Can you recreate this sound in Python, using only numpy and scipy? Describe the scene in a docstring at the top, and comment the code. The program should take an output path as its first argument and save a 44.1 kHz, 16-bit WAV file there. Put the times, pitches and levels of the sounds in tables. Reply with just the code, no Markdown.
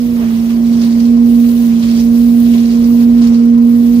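"""A petrol leaf vacuum runs flat out, close by, its hose sucking up dry leaves. From the start the
four-blade impeller hums over the engine's throb and a roar of air, while leaves sizzle at the mouth
and rattle up the hose. Near 0.25 s a wad is swallowed: the roar surges and the hum sags under load.
Clumps crunch against the hose wall around 0.85 s, the sizzle swells at 1.5 s and more clumps follow.
A leaf snaps sharply at 2.4 s; after crunches near 2.55 s and 3.25 s the leaves thin out briefly."""
import sys
import numpy as np
from scipy import signal
from scipy.fft import rfft, irfft
from scipy.io import wavfile
from scipy.ndimage import uniform_filter1d, minimum_filter1d

SR = 44100
rng = np.random.default_rng(int(sys.argv[2]) if len(sys.argv) > 2 else 0)


def store_pcm(level_fs):
    """Save levels as 16-bit WAV."""
    pcm = np.round(np.clip(level_fs, -1, 1) * 32767).astype(np.int16)
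    wavfile.write(sys.argv[1], SR, np.atleast_2d(pcm).T)


N = 176400
T, HZ = np.arange(N) / SR, np.fft.rfftfreq(N, 1 / SR)
BLADES, TOP_HZ = 4, 15600


def amp(db):
    """Decibels to gain."""
    return 10 ** (np.asarray(db) / 20)


def unit(x):
    """Scales to rms 1."""
    return x / np.sqrt(np.mean(x ** 2) + 1e-20)


def curve(points):
    """Automation: straight lines between (time [s], value) rows."""
    return np.interp(T, *np.transpose(points))


def spectrum(points):
    """Joins (frequency [Hz], value) rows on a log-frequency axis."""
    hz, value = np.transpose(points)
    return np.interp(np.log(HZ + 1), np.log(hz + 1), value)


def bumps(rows):
    """Bell-shaped swells or dips, one for each (time [s], half-width [s], height) row."""
    return sum(height * np.exp(-((T - time) / width) ** 2) for time, width, height in rows)


def spike(time, attack_s, decay_s):
    """An envelope that rises exponentially to 1 at the given time, then dies away."""
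    return np.exp(-abs(T - time) / np.where(T < time, attack_s, decay_s))


def drift(rate_hz):
    """Slow random motion of rms 1."""
    return unit(irfft(rfft(rng.standard_normal(N)) / (1 + (HZ / rate_hz) ** 4), N))


def pan_gains(pan_db):
    """Left and right gains with a mean of 1."""
    gains = np.array([amp(pan_db / 2), amp(-pan_db / 2)])
    return gains / gains.mean(0)


def flicker(x, depth_db, rate_hz, bands, low_hz=1000):
    """Lets each band of the spectrum flicker on its own."""
    bins, centres = rfft(x), np.geomspace(low_hz, TOP_HZ, bands)
    split = (irfft(bins * spectrum(list(zip(centres, band))), N) for band in np.eye(bands))
    return unit(sum(band * amp(depth_db * drift(rate_hz)) for band in split))


def resonate(x, hz, width_hz):
    """A broad resonance of gain 1 that sweeps along the curve hz."""
    carrier = np.exp(2j * np.pi * np.cumsum(hz) / SR)
    pole = np.exp(-np.pi * width_hz / SR)
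    return 2 * (carrier * signal.filtfilt([1 - pole], [1, -pole], x / carrier)).real


# Stereo image, tight lows and wide highs (frequency [Hz], left-right correlation [0..1])
CORRELATION = [(50, 1), (300, 0.97), (550, 0.87), (1000, 0.63), (2000, 0.39), (2800, 0.41), (4000, 0.19),
               (9000, .1)]
# Phase between the sides (frequency [Hz], lag of the left [rad])
LEFT_LAG = [(60, .2), (240, 0.65), (780, 1.0), (1100, 1.66), (1720, 3.5), (2100, 3.5), (2840, 4),
            (7000, 11)]


def place(pair, eq, pan):
    """Equalises two unrelated signals and blends them to stereo; the mono mix has the input's level."""
    left, other = rfft(pair)
    shared = np.clip(spectrum(CORRELATION), 0, 1)
    right = (shared * left + np.sqrt(1 - shared ** 2) * other) * np.exp(1j * spectrum(LEFT_LAG))
    stereo = irfft(np.array([left, right]) * unit(amp(spectrum(eq))) * pan_gains(spectrum(pan)), N)
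    return stereo * pair.std() / stereo.mean(0).std()


# Fader of the air bed (time [s], level [dB])
ROAR_FADER = [(0, -32), (.6, -29.5), (1.3, -30), (1.9, -29), (2.3, -30), (2.8, -28.5), (3.3, -29),
              (4, -30.5)]
# Surges as a wad is swallowed (time [s], half-width [s], gain [dB])
ROAR_GULPS = [(0.228, 0.047, 6.5), (0.828, 0.026, 1), (1.988, 0.022, 2), (2.555, .025, 4), (3.26, .05, 0)]
# Bass-heavy tone of the air (frequency [Hz], relative level [dB])
ROAR_EQ = [(20, -39.5), (36, -24), (60, -2.5), (110, -7), (170, 1), (280, -2.5), (400, -5.5), (540, -12),
           (700, -12), (800, -20), (1050, -16.5), (1500, -24.5), (2000, -25), (2600, -28), (6000, -44.5),
           (16000, -51.5)]
# Position of the air and the wads it carries (frequency [Hz], left minus right [dB])
AIRFLOW_PAN = [(50, 5.5), (200, -4.5), (1200, -4.5), (3000, -3.5), (8000, -3.5), (15000, 0)]


def roar(angle):
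    """Turbulent air, pulsing with the shaft and surging at each gulp."""
    air = flicker(rng.standard_normal((2, N)), depth_db=1.47, rate_hz=14, bands=20, low_hz=292)
    pulse = 1 + 0.078 * (np.cos(angle) + np.cos(2 * angle) + np.cos(BLADES * angle))
    return place(air, ROAR_EQ, AIRFLOW_PAN) * unit(pulse) * amp(curve(ROAR_FADER) + bumps(ROAR_GULPS))


def crackle(per_s, spread_db, hiss, grain_s):
    """Countless tiny leaf fractures of random size, over the hiss of those too small to tell apart."""
    onsets = rng.random(N) < per_s / SR
    sizes = amp(spread_db * np.minimum(rng.exponential(1, N), 5))
    power = signal.lfilter([1], [1, -np.exp(-2 / (grain_s * SR))], (onsets * sizes) ** 2)
    return unit(np.sqrt(power / power.mean() + hiss ** 2) * rng.standard_normal((2, N)))


# Cues for wads entering the hose (time [s], half-width [s], level [dB])
WAD_CUES = [(0.274, 0.17, -43), (0.507, 0.022, -40), (0.85, 0.12, -43.5), (3.013, .04, -45),
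            (3.25, 0.11, -43)]
# Midrange body of the scrape (frequency [Hz], relative level [dB])
WAD_EQ = [(400, -6.5), (700, -1), (1200, -1), (1800, -2.5), (2500, -5), (3600, -11.5), (8000, -31),
          (16000, -44.5)]


def wads():
    """Thick wads of leaves scrape with a low, coarse grain as they squeeze in."""
    envelope = bumps((time, width, amp(db)) for time, width, db in WAD_CUES)
    scrape = crackle(per_s=990, spread_db=1.0, hiss=0.94, grain_s=0.0022)
    return envelope * place(scrape, WAD_EQ, AIRFLOW_PAN)


# Cues for single leaves snapping (time [s], peak level before EQ [dB])
SNAP_CUES = [(.664, -36.5), (.732, -39), (.815, -37), (.848, -32.5), (1.004, -39), (2.402, -28),
             (3.18, -37.5), (3.273, -35), (3.457, -36.5), (3.58, -37), (3.625, -39)]


def snaps():
    """Dry leaves break with a sharp tick of noise."""
    envelope = sum(amp(db) * spike(time, attack_s=0.0008, decay_s=0.0042) for time, db in SNAP_CUES)
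    return envelope * rng.standard_normal((2, N))


# Fader of the sizzle (time [s], level before trim [dB])
SIZZLE_FADER = [(0, -41), (.22, -41), (.53, -42.5), (.61, -46), (.67, -44), (.86, -43), (.92, -45.5),
                (1.07, -43.5), (1.19, -50), (1.28, -39), (1.52, -36), (1.68, -38), (1.73, -44),
                (2.02, -39.5), (2.11, -41.5), (2.16, -37.8), (2.56, -39), (2.62, -43.7), (2.82, -42.5),
                (2.9, -39.3), (3.03, -39.3), (3.08, -44.8), (3.28, -46), (3.36, -50), (3.59, -53.5),
                (3.68, -42), (3.97, -39.5)]
# Crisp, airy top of the leaves at the mouth (frequency [Hz], relative level [dB])
MOUTH_EQ = [(1000, -26.5), (2000, -14), (3000, -5), (6000, -8.5), (8500, -8.5), (10000, -5), (12000, -0.5),
            (14000, -1.5), (15500, 0)]
# Their stereo spread (frequency [Hz], left minus right [dB])
MOUTH_PAN = [(2500, 0), (5000, -8.5), (8000, 3.5), (10500, 0.5), (12500, 6.5), (15000, 15.5)]


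def mouth(trim_db=1.5):
    """Loose leaves sizzle and snap in the draught at the hose's mouth."""
    leaves = crackle(per_s=6000, spread_db=1, hiss=0.67, grain_s=0.00047)
    sizzle = flicker(leaves, depth_db=1.8, rate_hz=36, bands=24) * amp(curve(SIZZLE_FADER) + trim_db)
    return place(sizzle + snaps(), MOUTH_EQ, MOUTH_PAN)


# Cues for hits on the hose wall (time [s], peak level before EQ [dB], attack [s], decay [s], centre [Hz])
CRUNCH_CUES = [(.503, -35, .008, .014, 2900), (.817, -29, .003, .01, 4700), (.838, -31.5, .01, .016, 4000),
               (.927, -35.5, .007, .01, 4200), (1.005, -30, .006, 0.008, 4720),
               (1.056, -33.5, .004, .008, 4213), (1.445, -38, .008, .015, 2300),
               (1.491, -35.5, .004, .007, 4530), (1.831, -29, .007, .022, 3630),
               (1.892, -34.5, .012, .014, 4300), (2.002, -30, .008, 0.013, 5700),
               (2.467, -35.5, 0.019, .015, 3500), (2.542, -29, .007, .016, 3400),
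               (2.582, -31, 0.0067, 0.012, 3500), (2.722, -36.5, .018, .012, 4410),
               (2.844, -33.5, .004, .007, 5200), (3.191, -35.5, .004, .008, 3600),
               (3.222, -31.5, 0.0055, .014, 4630), (3.272, -28.5, .003, .007, 4500),
               (3.343, -34.5, 0.0045, 0.025, 4620)]


def crunches(width_hz=1600):
    """Clumps and twigs fold against the wall: each burst of fractures builds, then dies fast."""
    hits = np.zeros((2, N))
    for time, db, attack_s, decay_s, centre_hz in CRUNCH_CUES:
        burst = rng.standard_normal((2, N)) * spike(time, attack_s, decay_s)
        bell_eq = 0.37 + 1.18 / (1 + ((HZ - centre_hz) / (width_hz / 2)) ** 2)
        hits += amp(db) * irfft(rfft(burst) * bell_eq, N)
    return hits


# Fader of the rattle (time [s], level before trim [dB])
RATTLE_FADER = [(0, -42.5), (.11, -45), (.22, -41.5), (.53, -41.5), (.61, -47), (.66, -40.5), (.8, -39.5),
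                (.85, -37), (.89, -41), (1.03, -41), (1.16, -45.5), (1.48, -41.5), (1.79, -40),
                (1.86, -36.5), (2.01, -36), (2.1, -45), (2.18, -39.5), (2.38, -44.5), (2.53, -38.5),
                (2.65, -38.5), (2.82, -40.5), (2.92, -44.5), (3.02, -39.5), (3.07, -45.5), (3.17, -44),
                (3.24, -37), (3.32, -41.5), (3.56, -49.5), (3.97, -41.5)]
# Resonance sweep, low for big clumps and high for small scraps (time [s], centre [Hz])
CLUMP_SWEEP = [(0, 4540), (.25, 2910), (.5, 3800), (.8, 4640), (1.05, 4520), (1.6, 3840), (1.85, 3600),
               (2.0, 5390), (2.25, 3940), (2.55, 3410), (2.75, 4620), (3.0, 4400), (3.3, 4880),
               (3.95, 4200)]
# Upper-mid bite of the leaves in the hose (frequency [Hz], relative level [dB])
HOSE_EQ = [(300, -26.5), (1400, -6), (2000, -3.5), (2800, -2), (3600, -5), (4700, -2.5), (6000, -3),
           (8000, -9), (11000, -13.5), (16000, -23.5)]
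# Their stereo spread (frequency [Hz], left minus right [dB])
HOSE_PAN = [(1500, -4), (3200, -1), (4800, -5), (6500, 0), (8000, 5.5), (15000, 8.5)]


def hose(trim_db=-1):
    """Leaves and twigs scrape and knock along the hose, coloured by the size of the passing clump."""
    leaves = crackle(per_s=2700, spread_db=2, hiss=1, grain_s=0.00077)
    rattle = flicker(leaves, depth_db=2.0, rate_hz=35, bands=22) * amp(curve(RATTLE_FADER) + trim_db)
    clumps = 0.57 * resonate(rattle, curve(CLUMP_SWEEP), width_hz=2660)
    return place(rattle + clumps + crunches(), HOSE_EQ, HOSE_PAN)


def shaft_tone(angle, order):
    """A sine of rms 1 and random phase, locked to a multiple of the shaft speed."""
    return np.sqrt(2) * np.sin(order * angle + 2 * np.pi * rng.random())


# Partials of the engine (order [multiple of shaft speed], level before trim [dB])
ENGINE_PARTIALS = [(1, -37.5), (1.5, -42.5), (2, -39.5), (2.5, -46.5), (3, -36.5), (4.5, -40.5), (5, -43.5),
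                   (5.5, -50), (6, -43.5), (6.5, -56.5), (9, -52.5), (10, -49), (12, -59)]


def engine(angle, roughness=0.47, trim_db=-1):
    """A four-stroke fires every second turn, so it throbs on half orders as well as whole ones."""
    return sum(amp(db + trim_db) * shaft_tone(angle, order) * (1 + roughness * drift(rate_hz=15))
               for order, db in ENGINE_PARTIALS)


# Fader of the hum, swelling and fading as the hose is moved about (time [s], level [dB])
HUM_FADER = [(0, -12), (.44, -11.6), (.73, -8.5), (.95, -9), (1.13, -6.5), (1.42, -6), (1.54, -9),
             (1.68, -8), (1.82, -9.5), (1.97, -9), (2.22, -6.5), (2.52, -6.5), (2.68, -9), (3.0, -6),
             (3.22, -5.5), (3.36, -7), (3.65, -5), (3.85, -7.5), (4, -6)]
# A brief dip in the hum (time [s], half-width [s], gain [dB])
HUM_DIPS = [(1.815, 0.017, -2)]
# Fader of the hum's octave (time [s], level before trim [dB])
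OCTAVE_FADER = [(0, -34.5), (.22, -34), (.36, -47.5), (.8, -37.5), (.94, -41), (1.06, -34.5), (1.28, -33.5),
                (1.42, -34.5), (1.64, -35.5), (1.74, -40.5), (1.9, -41), (2.0, -35), (2.17, -33.5),
                (2.4, -37), (2.64, -36), (2.83, -31), (3.05, -33.2), (3.28, -33.2), (3.42, -32),
                (3.6, -32.4), (4, -32.6)]


def impeller(angle, flutter=0.03, octave_trim_db=1):
    """The passing blades chop the air into a loud hum and a faint octave above it."""
    hum = shaft_tone(angle, BLADES) * amp(curve(HUM_FADER) + bumps(HUM_DIPS))
    octave = shaft_tone(angle, 2 * BLADES) * amp(curve(OCTAVE_FADER) + octave_trim_db)
    return (hum + octave) * (1 + flutter * drift(rate_hz=25))


# Position of the motor, right of centre (time [s], left minus right [dB])
MOTOR_POSITION = [(0, -5.5), (.8, -4.5), (1.25, -5), (2.3, -5), (2.75, -4.7), (3.2, -4), (4, -5)]


def motor(shaft_hz, angle, left_delay_s=0.00025):
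    """Impeller and engine turn on one shaft; their sound reaches the left side slightly later."""
    angles = np.array([angle - 2 * np.pi * shaft_hz * left_delay_s, angle])
    return (impeller(angles) + engine(angles)) * pan_gains(curve(MOTOR_POSITION))


# Pitch of the hum, sagging a little under load (time [s], blade-passing frequency [Hz])
BLADE_PITCH = [(0, 240.2), (.14, 236.4), (.31, 228), (.45, 232.3), (.7, 234.5), (.91, 233.1), (1.1, 236.3),
               (1.42, 236.1), (1.6, 236.9), (1.7, 232.1), (1.93, 232.6), (2.22, 236.3), (2.47, 236.5),
               (2.63, 233.4), (2.95, 236.7), (3.2, 236.7), (3.32, 233.6), (3.5, 235.4), (3.97, 237.8)]


def scene():
    """One slightly wavering shaft speed drives motor and air; the leaves sound on top."""
    blade_hz = curve(BLADE_PITCH) + 0.4 * drift(rate_hz=26.5)
    shaft_hz = blade_hz / BLADES
    angle = 2 * np.pi * np.cumsum(shaft_hz) / SR
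    return motor(shaft_hz, angle) + roar(angle) + wads() + hose() + mouth()


def record(dry):
    """A fast limiter holds the highest crests of the hum; a steep low-pass trims the very top."""
    ceiling, window_samples = 0.99, 300
    safe_gain = np.minimum(1, ceiling / (abs(dry).max(0) + 1e-9))
    smooth_gain = uniform_filter1d(minimum_filter1d(safe_gain, window_samples), window_samples)
    low_pass = signal.firwin(511, TOP_HZ, window=("kaiser", 9), fs=SR)
    return signal.oaconvolve(dry * smooth_gain, low_pass[None], "same")


dry = scene()
out = record(dry)
store_pcm(out)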